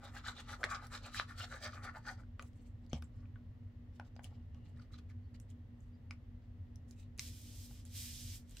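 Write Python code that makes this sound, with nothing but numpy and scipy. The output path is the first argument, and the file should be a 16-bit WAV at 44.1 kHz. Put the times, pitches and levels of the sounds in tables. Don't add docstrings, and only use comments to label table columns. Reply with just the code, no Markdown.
import sys
import numpy as np
from scipy import signal
from scipy.fft import rfft, irfft
from scipy.io import wavfile
from scipy.ndimage import uniform_filter1d

SR = 44100
rng = np.random.default_rng(int(sys.argv[2]) if len(sys.argv) > 2 else 0)


def dump_mix(stems):
    frames = np.atleast_2d(stems).T
    limited = np.clip(frames, -1, 1)
    pcm = np.round(limited * 32767).astype(np.int16)
    wavfile.write(sys.argv[1], SR, pcm)


def volts_from_decibels(level):
    exponent = np.asarray(level, float) / 20
    return 10 ** exponent


N = 379260
T = np.arange(N) / SR
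HZ = np.maximum(np.fft.rfftfreq(N, 1 / SR), 1)

# f/Hz, level/dB
AIR_COLOUR = [(15, -26.5), (25, -14), (47, 0.5), (61, -8.5), (92, 4.5), (108, -2), (128, -9.5),
              (175, -23.5), (230, -18), (295, -19.5), (330, -39), (450, -71)]
# f/Hz, density/(dB per Hz)
HISS_COLOUR = [(250, -18.5), (340, -7), (480, -3), (850, -12.5), (1600, -18), (1880, -13), (2350, -22),
               (2850, -20.5), (4500, -28.5), (7500, -39), (10600, -58), (11500, -34), (12300, -46),
               (16000, -45)]
# t/s, level/dB
RUMBLE_SWELL = [(0.0, -58.5), (2.66, -56.5), (3.54, -55), (3.97, -59), (4.6, -53.5), (5.8, -58.5),
                (8.26, -55), (8.6, -57.5)]
# f/Hz, rms level/dB
HUM_LINES = [(120.01, -72), (186.8, -78), (240.02, -63.5), (360.03, -88)]
# t/s, depth/(0-1)
THROB_DEPTH = [(0, .3), (2.8, .4), (4.5, .65), (8.6, .5)]
# f/Hz, likeness/(0-1)
PORT_LIKENESS = [(25, .975), (90, .99), (180, .9), (300, .84), (640, .25), (3000, .12), (15000, .1)]
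# f/Hz, level/dB
PORT_TILT = [(200, 5), (700, 1), (2400, 1.5), (8000, -4), (15000, -1)]
AIR_DB, HISS_DB = -52, -67.5
THROB_HZ, THROB_DIP_S = 5.17, 5.65

# start t/s, length/s, ring f/Hz, level/dB
TIP_CATCHES = [(0.027, .008, 1260, -56), (0.043, .03, 3700, -60), (0.162, .015, 1600, -53),
               (0.239, .01, 1300, -49), (0.263, 0.0087, 1690, -46), (0.279, 0.017, 3870, -46.5),
               (0.28, 0.0099, 1450, -46), (0.364, 0.028, 3760, -56), (0.382, 0.016, 1800, -55),
               (0.522, 0.021, 1400, -51), (0.607, .015, 1300, -58), (0.709, 0.02, 1320, -40),
               (0.745, 0.014, 1350, -43.5), (0.833, .015, 1300, -52), (0.927, 0.012, 1300, -50),
               (0.945, 0.018, 3820, -63), (1.046, .018, 2570, -56), (1.144, 0.025, 1750, -48),
               (1.16, .02, 2500, -53), (1.208, 0.0092, 1350, -53), (1.303, .015, 1390, -57),
               (1.377, .02, 4400, -55), (1.406, 0.023, 2900, -52), (1.434, 0.018, 765, -55.5),
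               (1.438, .02, 1780, -52.5), (1.509, .012, 1450, -51), (1.553, .022, 1740, -52),
               (1.634, .03, 4660, -51.5), (1.65, 0.016, 2150, -48), (1.657, .025, 1235, -47.5),
               (1.729, .012, 1260, -52), (1.776, .01, 1330, -59), (1.838, 0.014, 1310, -56),
               (1.877, 0.014, 1320, -46.5), (1.878, .012, 1780, -55), (1.947, .015, 1320, -51.5),
               (1.954, 0.024, 904, -54), (2.067, 0.016, 1500, -49.5), (2.082, .015, 4540, -53.5),
               (2.088, .03, 794, -55)]
# start t/s, length/s, ring
# f/Hz, level/dB
CARD_CREASES = [(2.894, 0.013, 6500, -72), (2.895, 0.013, 4500, -74), (2.931, 0.033, 3200, -63),
                (2.934, .025, 5500, -63), (3.037, 0.019, 7500, -70), (3.356, .008, 1400, -62),
                (4.769, .006, 1750, -69), (4.771, .005, 3700, -76), (4.792, 0.0099, 1340, -64),
                (4.793, 0.0087, 4500, -70), (4.812, .012, 1300, -70), (4.816, .02, 4400, -75),
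                (4.905, .008, 1250, -73), (4.933, 0.019, 4030, -63), (4.935, .012, 1280, -66),
                (4.984, .008, 1320, -69), (4.985, .008, 3120, -70), (5.094, 0.013, 2110, -71),
                (5.342, .01, 4480, -69), (5.343, .008, 2100, -72), (5.406, 0.022, 8000, -76),
                (5.51, .005, 3200, -73)]
CATCH_RISE_S, CATCH_WIDTH_SHARE = .0015, .1

# f/Hz, density/(dB per Hz)
CARD_COLOUR = [(210, -43), (350, -6), (548, -3.5), (914, -7), (1320, -4), (1630, -18), (1760, -5.5),
               (2940, -28), (4380, -20.5), (5840, -23), (7550, -22), (10400, -32.5), (16000, -40)]
# f/Hz, width/Hz, level/dB
SHEET_MODES = [(1320, 134, 4), (1760, 510, -3), (2340, 85, -29), (3740, 100, -29.5), (6240, 900, -31),
               (7460, 460, -19.5)]
# centre t/s, length/s, pressure level/dB, tip bite level/dB, local card ring f/Hz
NOZZLE_STROKES = [(0.055, 0.058, -60, -5, 1350), (0.168, 0.044, -56.5, -3, 1570),
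                  (0.284, 0.046, -49, -3.5, 1520), (0.388, 0.038, -58, 1, 1420),
                  (0.519, 0.055, -52.5, -4.5, 1320), (0.729, 0.058, -44, -10, 1256),
                  (0.841, 0.035, -58.5, -7.5, 1310), (0.948, 0.048, -51, -2.5, 1450),
                  (1.059, 0.047, -55.5, -3.5, 1450), (1.176, 0.06, -49.5, 2.5, 1290),
                  (1.303, 0.042, -56.5, -10.5, 1450), (1.415, 0.056, -51.5, 0, 1440),
                  (1.54, 0.063, -52.5, -9, 1640), (1.651, 0.054, -50, -2, 1440),
                  (1.76, 0.06, -57.5, -10.5, 1240), (1.868, 0.052, -49.5, -11.5, 1330),
                  (1.966, 0.033, -54.5, -15.5, 1390), (2.09, 0.054, -50, -9.5, 1490),
                  (2.199, 0.033, -67, -12, 1350)]
# t/s, f/Hz
SCRATCH_PATH = [(0, 3570), (.6, 3600), (1.25, 4170), (1.45, 3060), (1.62, 4570), (2.2, 4650)]
# t/s, f/Hz
FLAP_PITCH = [(0, 820), (.5, 850), (1.06, 790), (1.42, 734), (1.54, 500), (1.66, 580), (1.76, 706),
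              (1.97, 900), (2.2, 800)]
# t/s, level/dB
FINGER_SLACK = [(0, 1.5), (1.08, 1), (1.15, -17), (1.33, -16), (1.4, -1), (1.65, 6), (1.76, -3.5),
                (1.95, 3.5), (2.2, -2.5)]
FLAP_DB, FLAP_SHARE = -62.5, 0.26
FIBRE_DB, FIBRE_SHARE = -9, 0.58
SCRATCH_SWING_HZ, FLAP_SWING_HZ = 250, 30
BIGGEST_SLIP_ODDS = .004

# centre t/s,
# length/s, scratch level/dB, flap rel level/dB, hiss rel level/dB
LOOSE_RUSTLES = [(0.607, 0.033, -72, 17.5, 2), (0.653, 0.029, -55, 2.5, -6), (2.416, 0.035, -72.5, 7, -5),
                 (2.462, 0.047, -83, -10, 5), (2.617, 0.13, -82.5, -6, 0), (2.842, 0.047, -86, 4, -9),
                 (2.949, 0.047, -65, 1, -11), (3.97, 0.066, -82, -12, -3), (4.066, 0.031, -78, 3, -7),
                 (4.253, 0.038, -66.5, -4, -1), (4.323, 0.034, -92, 18, -7), (4.355, 0.11, -83, 4, -15),
                 (4.565, 0.043, -84.5, 10, -11), (4.685, 0.061, -78, 1.5, -9), (5.506, 0.032, -78, -22, -1),
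                 (5.596, 0.033, -102, -12, -5), (5.824, 0.094, -99, -7, 10), (6.128, 0.022, -77, -20, -6),
                 (6.44, 0.033, -86, -10, -20), (6.911, 0.04, -79.5, -20, 3),
                 (7.002, 0.08, -75.5, -27, -0.5)]
# centre t/s, length/s, scratch level/dB, ring rel level/dB
TIGHT_BENDS = [
    (3.202, 0.11, -85.5, 6),
    (4.802, 0.073, -78, 2.5),
    (4.942, 0.033, -70, -3),
    (4.989, 0.016, -69, -6),
    (5.105, 0.026, -76, 3),
    (5.351, 0.018, -71, -7),
    (7.778, 0.058, -78, -6),
]
LOOSE_RING_DB, TIGHT_FLAP_DB, TIGHT_FIBRE_DB = -16, -9, -7.5

# t/s, peak level/dB, ring f/Hz, crack rel level/dB, crack f/Hz
DULL_TAPS = [(0.632, -27.5, 1560, -28, 2800), (0.64, -21.5, 1820, -8, 4170),
             (1.198, -22, 1320, -10.5, 4100), (1.146, -39, 1710, -10, 4000), (2.068, -46, 1510, -10, 4400),
             (2.235, -59, 1400, -13, 4570), (2.395, -37.5, 1220, -17, 4460), (2.931, -38, 614, 4.5, 3220),
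             (3.024, -49.5, 1320, -1, 2300), (3.256, -62, 2430, -25, 2860), (3.358, -52, 1400, -40, 3290),
             (3.998, -38.5, 890, -14, 2950), (4.055, -68, 1390, -10, 4690), (4.164, -51.5, 624, 0, 4630),
             (4.193, -46, 820, -20, 2850), (4.546, -64, 655, 4, 2850), (4.942, -61, 1260, 2, 4200),
             (4.987, -59.5, 1280, 5, 4500), (5.35, -61.5, 2070, -1, 3810), (6.109, -39, 2280, -3, 5400),
             (7.185, -52, 2600, 4, 5000), (7.194, -36.5, 2150, 11.5, 5800), (7.71, -58.5, 770, -3, 4960)]
# t/s, crack level/dB, crack f/Hz, snap rel level/dB
BRIGHT_SNAPS = [(0.868, -49, 4800, 1), (2.424, -47.5, 7200, -10), (2.532, -66, 2900, -19),
                (2.864, -61.5, 4460, -11), (3.023, -48, 4530, -4), (4.243, -43, 2930, -1),
                (5.4, -50, 6000, -2), (5.502, -56.5, 6850, -15.5), (5.806, -62, 6670, -24),
                (6.758, -52.5, 5350, -5), (6.91, -51, 5100, -2), (7.178, -48.5, 7330, 0),
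                (7.776, -58, 6000, -5), (7.852, -47, 6740, -6), (8.374, -61, 5560, -2),
                (8.495, -53, 8300, -4), (8.51, -49, 7860, -10), (8.55, -61, 2700, -5),
                (8.569, -44, 4770, -10), (8.583, -53, 6500, -1)]
# t/s, peak level/dB, ring f/Hz
TAP_OVERTONES = [(2.395, -47.5, 2500), (2.395, -55.5, 4610), (2.425, -54, 2500), (2.425, -58, 1400),
                 (3.998, -43, 1420), (3.998, -50, 2200), (4.011, -56, 900), (4.011, -59, 2100),
                 (4.194, -56, 2200), (6.109, -42, 1350), (6.109, -52, 6230), (6.123, -58, 2300),
                 (7.194, -41, 3700), (7.194, -50, 8000), (7.194, -38, 6030), (7.194, -48.5, 1360),
                 (0.64, -36, 600), (0.632, -43, 700), (2.395, -48, 600), (1.198, -38.5, 750),
                 (8.57, -49.5, 2700), (8.57, -50, 8000), (2.931, -48, 3700), (4.156, -68, 6000),
                 (4.248, -58, 2800)]
TAP_SNAP_DB = -40
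SNAP_RING_DB, SNAP_RING_HZ = -21.5, 1720
RATTLE_DB_PER_KHZ = 1

# t/s, level/dB
DESK_BLOWS = [
    (2.9322, -32),
    (3.024, -52.5),
    (4.236, -57),
    (7.188, -51),
]
# f/Hz, level/dB, t60/s
DESK_RINGS = [(75.5, -8, 0.53), (142, -1, 0.085), (225, -3, 0.094), (301, -24, 0.17), (475, -16, 0.039)]

# centre t/s, length/s, f/Hz, level/dB
SKIN_CHIRPS = [
    (4.36, .12, 2850, -88),
    (4.62, .16, 2850, -83),
    (5.25, .04, 4400, -87),
    (5.95, .03, 4800, -85),
    (7.005, .06, 2600, -78),
]

# f/Hz, density/(dB per Hz)
SKIN_COLOUR = [(590, -59.5), (1000, 8), (1350, -8.5), (2150, -14), (2940, -11), (5310, 0), (8850, -6),
               (10300, -11.5), (11700, -5.5), (15100, -8), (16000, -24)]
# start t/s, end t/s, start pressure level/dB, end pressure level/dB
PALM_RUBS = [
    (7.2, 7.285, -57.5, -58.5),
    (7.315, 7.8, -65.5, -69.5),
    (7.395, 7.66, -66, -62.5),
    (7.76, 7.5, -77, -80),
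    (7.865, 7.857, -79, -65.5),
    (7.967, 8.358, -54.5, -58.5),
    (8.516, 8.526, -71, -71.5),
    (8.58, 8.9, -65, -67),
    (8.598, 7.4, -68, -65),
]
GRIP_DB_PER_S, LIFT_DB_PER_S, LAND_DB_PER_S = 260, 330, 900
RUB_HISS_DB, RUB_LOW_DB, LOW_SHARE = -3.5, -13, -0.43
RUB_WAVER_DB = 1.8

ROOM_T60_S, ROOM_DB = 0.15, -9
TOP_HZ = 15850


def over_hz(points):
    hz, value = np.transpose(points)
    return np.interp(np.log(HZ), np.log(hz), value)


def over_s(points, s):
    return np.interp(s, *np.transpose(points))


def short_axes(size):
    return np.arange(size) / SR, np.maximum(np.fft.rfftfreq(size, 1 / SR), 1)


def shape(x, gain):
    return irfft(rfft(x) * gain, N)


def unit(x):
    return x / np.sqrt(np.mean(x ** 2))


def band(lo_hz, hi_hz):
    return 1 / np.sqrt((1 + (lo_hz / HZ) ** 12) * (1 + (HZ / hi_hz) ** 12))


def mode(hz, width_hz, at_hz):
    return 1 / (1 + 1j * (at_hz ** 2 - hz ** 2) / (at_hz * width_hz))


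def mottle(at_hz, spread_db, lumps):
    knots = np.linspace(np.sqrt(300.), np.sqrt(17000.), lumps)
    return volts_from_decibels(spread_db * np.interp(np.sqrt(at_hz), knots, rng.standard_normal(lumps)))


def walk(rate_hz):
    k = int(SR / rate_hz)
    held = np.repeat(rng.standard_normal(N // k + 1), k)
    return 1.67 * uniform_filter1d(uniform_filter1d(held, k), k)[:N]


def slips(per_s, spread_db, hiss):
    chance, rarity, sign = rng.random((3, N))
    size = volts_from_decibels(-spread_db * np.log(rarity + BIGGEST_SLIP_ODDS))
    clicks = (chance < per_s / SR) * size * np.sign(sign - .5)
    return unit(clicks) + hiss * rng.standard_normal(N)


def air():
    like = np.clip(over_hz(PORT_LIKENESS), 0, 1)
    mid, side = rng.standard_normal((2, N))
    colour = volts_from_decibels(over_hz(AIR_COLOUR)) + volts_from_decibels(HISS_DB - AIR_DB - 10 + over_hz(HISS_COLOUR))
    mid = shape(mid, colour * np.sqrt(1 + like))
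    side = shape(side, colour * np.sqrt(1 - like))
    noise = np.array([mid + side, mid - side]) * volts_from_decibels(AIR_DB) / np.std(mid)
    swell_db = over_s(RUMBLE_SWELL, T)
    noise += shape(noise, band(67, 160)) * (volts_from_decibels(swell_db - swell_db.mean()) - 1)
    port_lag_s = np.array([[0], [1.6e-4]])
    throb = 1 - over_s(THROB_DEPTH, T) * np.cos(2 * np.pi * THROB_HZ * (T - THROB_DIP_S))
    hum = sum(np.sqrt(2) * volts_from_decibels(db) * np.sin(2 * np.pi * hz * (T - port_lag_s)) for hz, db in HUM_LINES)
    return noise + throb * hum


def catches():
    size = 8192
    t, at_hz = short_axes(size)
    out = np.zeros((2, N + size))
    fibres = np.array([slips(1500, 3.5, .4), slips(1500, 3.5, .4)])
    for s, length_s, hz, db in TIP_CATCHES + CARD_CREASES:
        i = int(s * SR)
        grip = np.minimum(t / CATCH_RISE_S, 1) * np.exp(-(t / length_s) ** 2)
        width_hz = CATCH_WIDTH_SHARE * hz
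        patch = mode(hz, width_hz, at_hz) * mode(hz, 4 * width_hz, at_hz)
        ringing = irfft(rfft(grip * fibres[:, i:i + size]) * patch)
        out[:, i:i + size] += volts_from_decibels(db) * np.sqrt(np.mean(grip ** 2)) * unit(ringing)
    return out[:, :N]


def card(rows, wander, ring_db, mottle_db, patchy_db, drag_db, square):
    size, half = 16384, 8192
    t, at_hz = short_axes(size)
    t = t - half / SR
    out = np.zeros((2, N + size))
    body = np.interp(at_hz, HZ, volts_from_decibels(over_hz(CARD_COLOUR)))
    body = body + volts_from_decibels(ring_db) * sum(volts_from_decibels(db) * mode(hz, width_hz, at_hz) for hz, width_hz, db in SHEET_MODES)
    edges_hz = [(400, 980), (980, 2700), (2700, 5700), (5700, 17000)]
    bands = [np.interp(at_hz, HZ, band(*edge)) for edge in edges_hz]
    fibres = np.pad([slips(1800, 3.3, .5), slips(1800, 3.3, .5)], ((0, 0), (half, size)), "wrap")
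    patches = np.pad([volts_from_decibels(patchy_db * walk(70)) for _ in bands], ((0, 0), (half, half)), "wrap")
    bite = square + 0.43 * (t < 0)
    for s, length_s, *range_db in rows:
        i = int(s * SR)
        places_hz = [np.interp(s, wander[0], hz) for hz in wander[1:]]
        local = 1 + sum(1.3 * mode(hz, 0.081 * hz, at_hz) for hz in places_hz)
        colour = body * mottle(at_hz, mottle_db, lumps=64) * local
        drag = volts_from_decibels(drag_db) * np.exp(-(t / .085) ** 2)
        speed = np.exp(-np.abs(t / (.6 * length_s)) ** bite) + drag
        for k, (db, edge, patch) in enumerate(zip(range_db, bands, patches)):
            j = i + 2048 * k
            ringing = irfft(rfft(fibres[:, j:j + size]) * colour * edge)
            level = volts_from_decibels(db) * np.sqrt(np.mean(speed ** 2))
            out[:, i:i + size] += level * unit(speed * patch[i:i + size] * ringing)
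    return out[:, half:-half]


def strokes():
    s, length_s, db, bite_db, hz = np.transpose(NOZZLE_STROKES)
    flap_db = FLAP_DB + FLAP_SHARE * (db - db.mean()) + over_s(FINGER_SLACK, s)
    hiss_db = db + FIBRE_DB + FIBRE_SHARE * bite_db
    rows = np.transpose([s, length_s, flap_db, db, db + bite_db, hiss_db])
    chance = rng.uniform(-0.77, 1, (len(s), 2)).T
    scratch_hz = over_s(SCRATCH_PATH, s) + SCRATCH_SWING_HZ * chance[0]
    flap_hz = over_s(FLAP_PITCH, s) + FLAP_SWING_HZ * chance[1]
    return card(rows, [s, hz, scratch_hz, flap_hz],
                ring_db=-8.5, mottle_db=3.2, patchy_db=2.8, drag_db=-20.5, square=2.12)


def rustles():
    rows = [(s, length_s, db + flap_db, db + flap_db + LOOSE_RING_DB, db, db + hiss_db)
            for s, length_s, db, flap_db, hiss_db in LOOSE_RUSTLES]
    rows += [(s, length_s, db + ring_db + TIGHT_FLAP_DB, db + ring_db, db, db + TIGHT_FIBRE_DB)
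             for s, length_s, db, ring_db in TIGHT_BENDS]
    return card(rows, [0], ring_db=-7, mottle_db=3.2, patchy_db=4., drag_db=-45, square=2.2)


def ticks():
    size = 2048
    t, at_hz = short_axes(size)
    out = np.zeros((2, N + size))
    sheet = sum(volts_from_decibels(db) * mode(hz, 3 * width_hz, at_hz) for hz, width_hz, db in SHEET_MODES[:3])
    rows = [(*tap, tap[3] + TAP_SNAP_DB) for tap in DULL_TAPS]
    rows += [(s, db + SNAP_RING_DB, SNAP_RING_HZ, -SNAP_RING_DB, hz, snap_db - SNAP_RING_DB)
             for s, db, hz, snap_db in BRIGHT_SNAPS]
    rows += [(s, db, hz, TAP_SNAP_DB, hz, 2 * TAP_SNAP_DB) for s, db, hz in TAP_OVERTONES]
    burst = np.exp(-t / .0008) * np.minimum(t / .0003, 1) + .07 * np.exp(-t / .01)
    for s, db, hz, crack_db, crack_hz, snap_db in rows:
        grit = rng.standard_normal((5, size)) * burst
        ring = (1 - np.exp(-t / .0002)) * np.sin(2 * np.pi * hz * t) * np.exp(-t / .0011)
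        ring = irfft(rfft(ring) * (1j * at_hz / (.45 * hz + 1j * at_hz)) ** 2)
        rattle = irfft(rfft(grit[4]) * sheet * mode(1720.0, 1600.0, at_hz) ** 2)
        crack_colour = mode(crack_hz, 0.34 * crack_hz, at_hz) ** 2 + 0.33 * mode(4300.0, 4000.0, at_hz) ** 3
        crack_colour = mottle(at_hz, 4.4, lumps=40) * crack_colour
        crack = irfft(rfft(grit[0] + 0.97 * grit[1:3]) * crack_colour)
        crumbs = .3 * np.roll(grit[:2], 90, axis=1) + .2 * np.roll(grit[3:5], 230, axis=1)
        snap_colour = mottle(at_hz, 4., lumps=40) * mode(9500., 5000., at_hz) ** 2
        snap = irfft(rfft(grit[2:4] + crumbs) * snap_colour)
        rattle_db = -7.5 - RATTLE_DB_PER_KHZ * hz / 1000
        parts = [(ring, 0), (rattle, rattle_db), (crack, crack_db), (snap, snap_db)]
        tick = sum(volts_from_decibels(db + part_db) * part / np.abs(part).max() for part, part_db in parts)
        i = int(s * SR)
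        out[:, i:i + size] += (t < t[-1] * 3 / 4) * tick
    return shape(out[:, :N], volts_from_decibels(np.outer([.5, -.5], over_hz(PORT_TILT))))


def desk():
    out = np.zeros(N)
    for s, blow_db in DESK_BLOWS:
        t = np.maximum(T - s, 0)
        onset = np.minimum(t / 0.00066, 1)
        for hz, db, t60_s in DESK_RINGS:
            out += volts_from_decibels(blow_db + db) * np.sin(2 * np.pi * hz * t) * volts_from_decibels(-60 * t / t60_s) * onset
    return out


def squeaks():
    out = np.zeros(N)
    for s, length_s, hz, db in SKIN_CHIRPS:
        swell = np.exp(-((T - s) / (.6 * length_s)) ** 2)
        out += volts_from_decibels(db) * swell * unit(shape(rng.standard_normal(N), mode(hz, .07 * hz, HZ) ** 2))
    return out


def pressure():
    holds = []
    for start_s, end_s, start_db, end_db in PALM_RUBS:
        drift_db = np.interp(T, [start_s, end_s], [start_db, end_db])
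        lift_db = LIFT_DB_PER_S * np.maximum(T - end_s, 0)
        grip_db = GRIP_DB_PER_S * np.maximum(start_s - T, 0)
        holds.append(drift_db - lift_db - grip_db)
    return np.max(holds, axis=0) - LAND_DB_PER_S * np.maximum(PALM_RUBS[0][0] - T, 0)


def palm():
    db = pressure()
    hiss_db = RUB_HISS_DB + RUB_WAVER_DB * walk(17)
    low_db = RUB_LOW_DB + LOW_SHARE * (db - db.max()).clip(-20) + RUB_WAVER_DB * walk(22)
    layers = [(1930, 3300, db + low_db), (2560, 9800, db), (8600, 32000, db + hiss_db)]
    near, spread = slips(6000, 0.99, 0.62), slips(6000, 1.2, 0.51)
    out = np.zeros((2, N))
    for lo_hz, hi_hz, level_db in layers:
        level = volts_from_decibels(level_db + 0.62 * walk(14))
        colour = volts_from_decibels(over_hz(SKIN_COLOUR)) * band(lo_hz, hi_hz)
        out += [level * unit(shape(x, colour)) for x in (near, spread)]
    return out


def ports(near, spread, split_hz, lag_s):
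    apart = np.clip(HZ / split_hz, 0, 1) ** 2
    tilt = volts_from_decibels(over_hz(PORT_TILT) / 2)
    delay = np.exp(-2j * np.pi * HZ * lag_s)
    right = np.sqrt(1 - apart) * delay * rfft(near) + np.sqrt(apart) * rfft(spread)
    return np.array([shape(near, tilt), irfft(right / tilt, N)])


def room(x):
    t = np.arange(16384) / SR
    tail = rng.standard_normal((2, 16384)) * volts_from_decibels(-60 * t / ROOM_T60_S) * np.clip(t / 0.00027, 0, 1)
    other = tail[::-1]
    tail = tail + 0.37 * other - signal.lfilter([.8, -.8], [1, -.7], other)
    dull = signal.lfilter([.3], [1, -.7], tail)
    tail = dull + .5 * tail * volts_from_decibels(-60 * t / (6.3 * ROOM_T60_S))
    tail /= np.sqrt(np.sum(tail ** 2, axis=1, keepdims=True))
    return volts_from_decibels(ROOM_DB) * signal.fftconvolve(x, tail, axes=1)[:, :N]


def scene():
    nozzle = ports(*strokes(), 5400.0, 4e-5) + ports(*catches(), 6000., 6e-5)
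    paper = ports(*rustles(), 5000., 0.) + ticks()
    skin = squeaks() + ports(*palm(), 5500.0, 2e-5)
    hands = nozzle + paper + skin
    return hands + room(hands) + desk() + air()


def roll_off(x):
    return signal.sosfilt(signal.butter(12, 16360, fs=SR, output="sos"), x)


def record(dry):
    mix = shape(dry, HZ < TOP_HZ)
    return roll_off(mix)


dry = scene()
out = record(dry)
dump_mix(out)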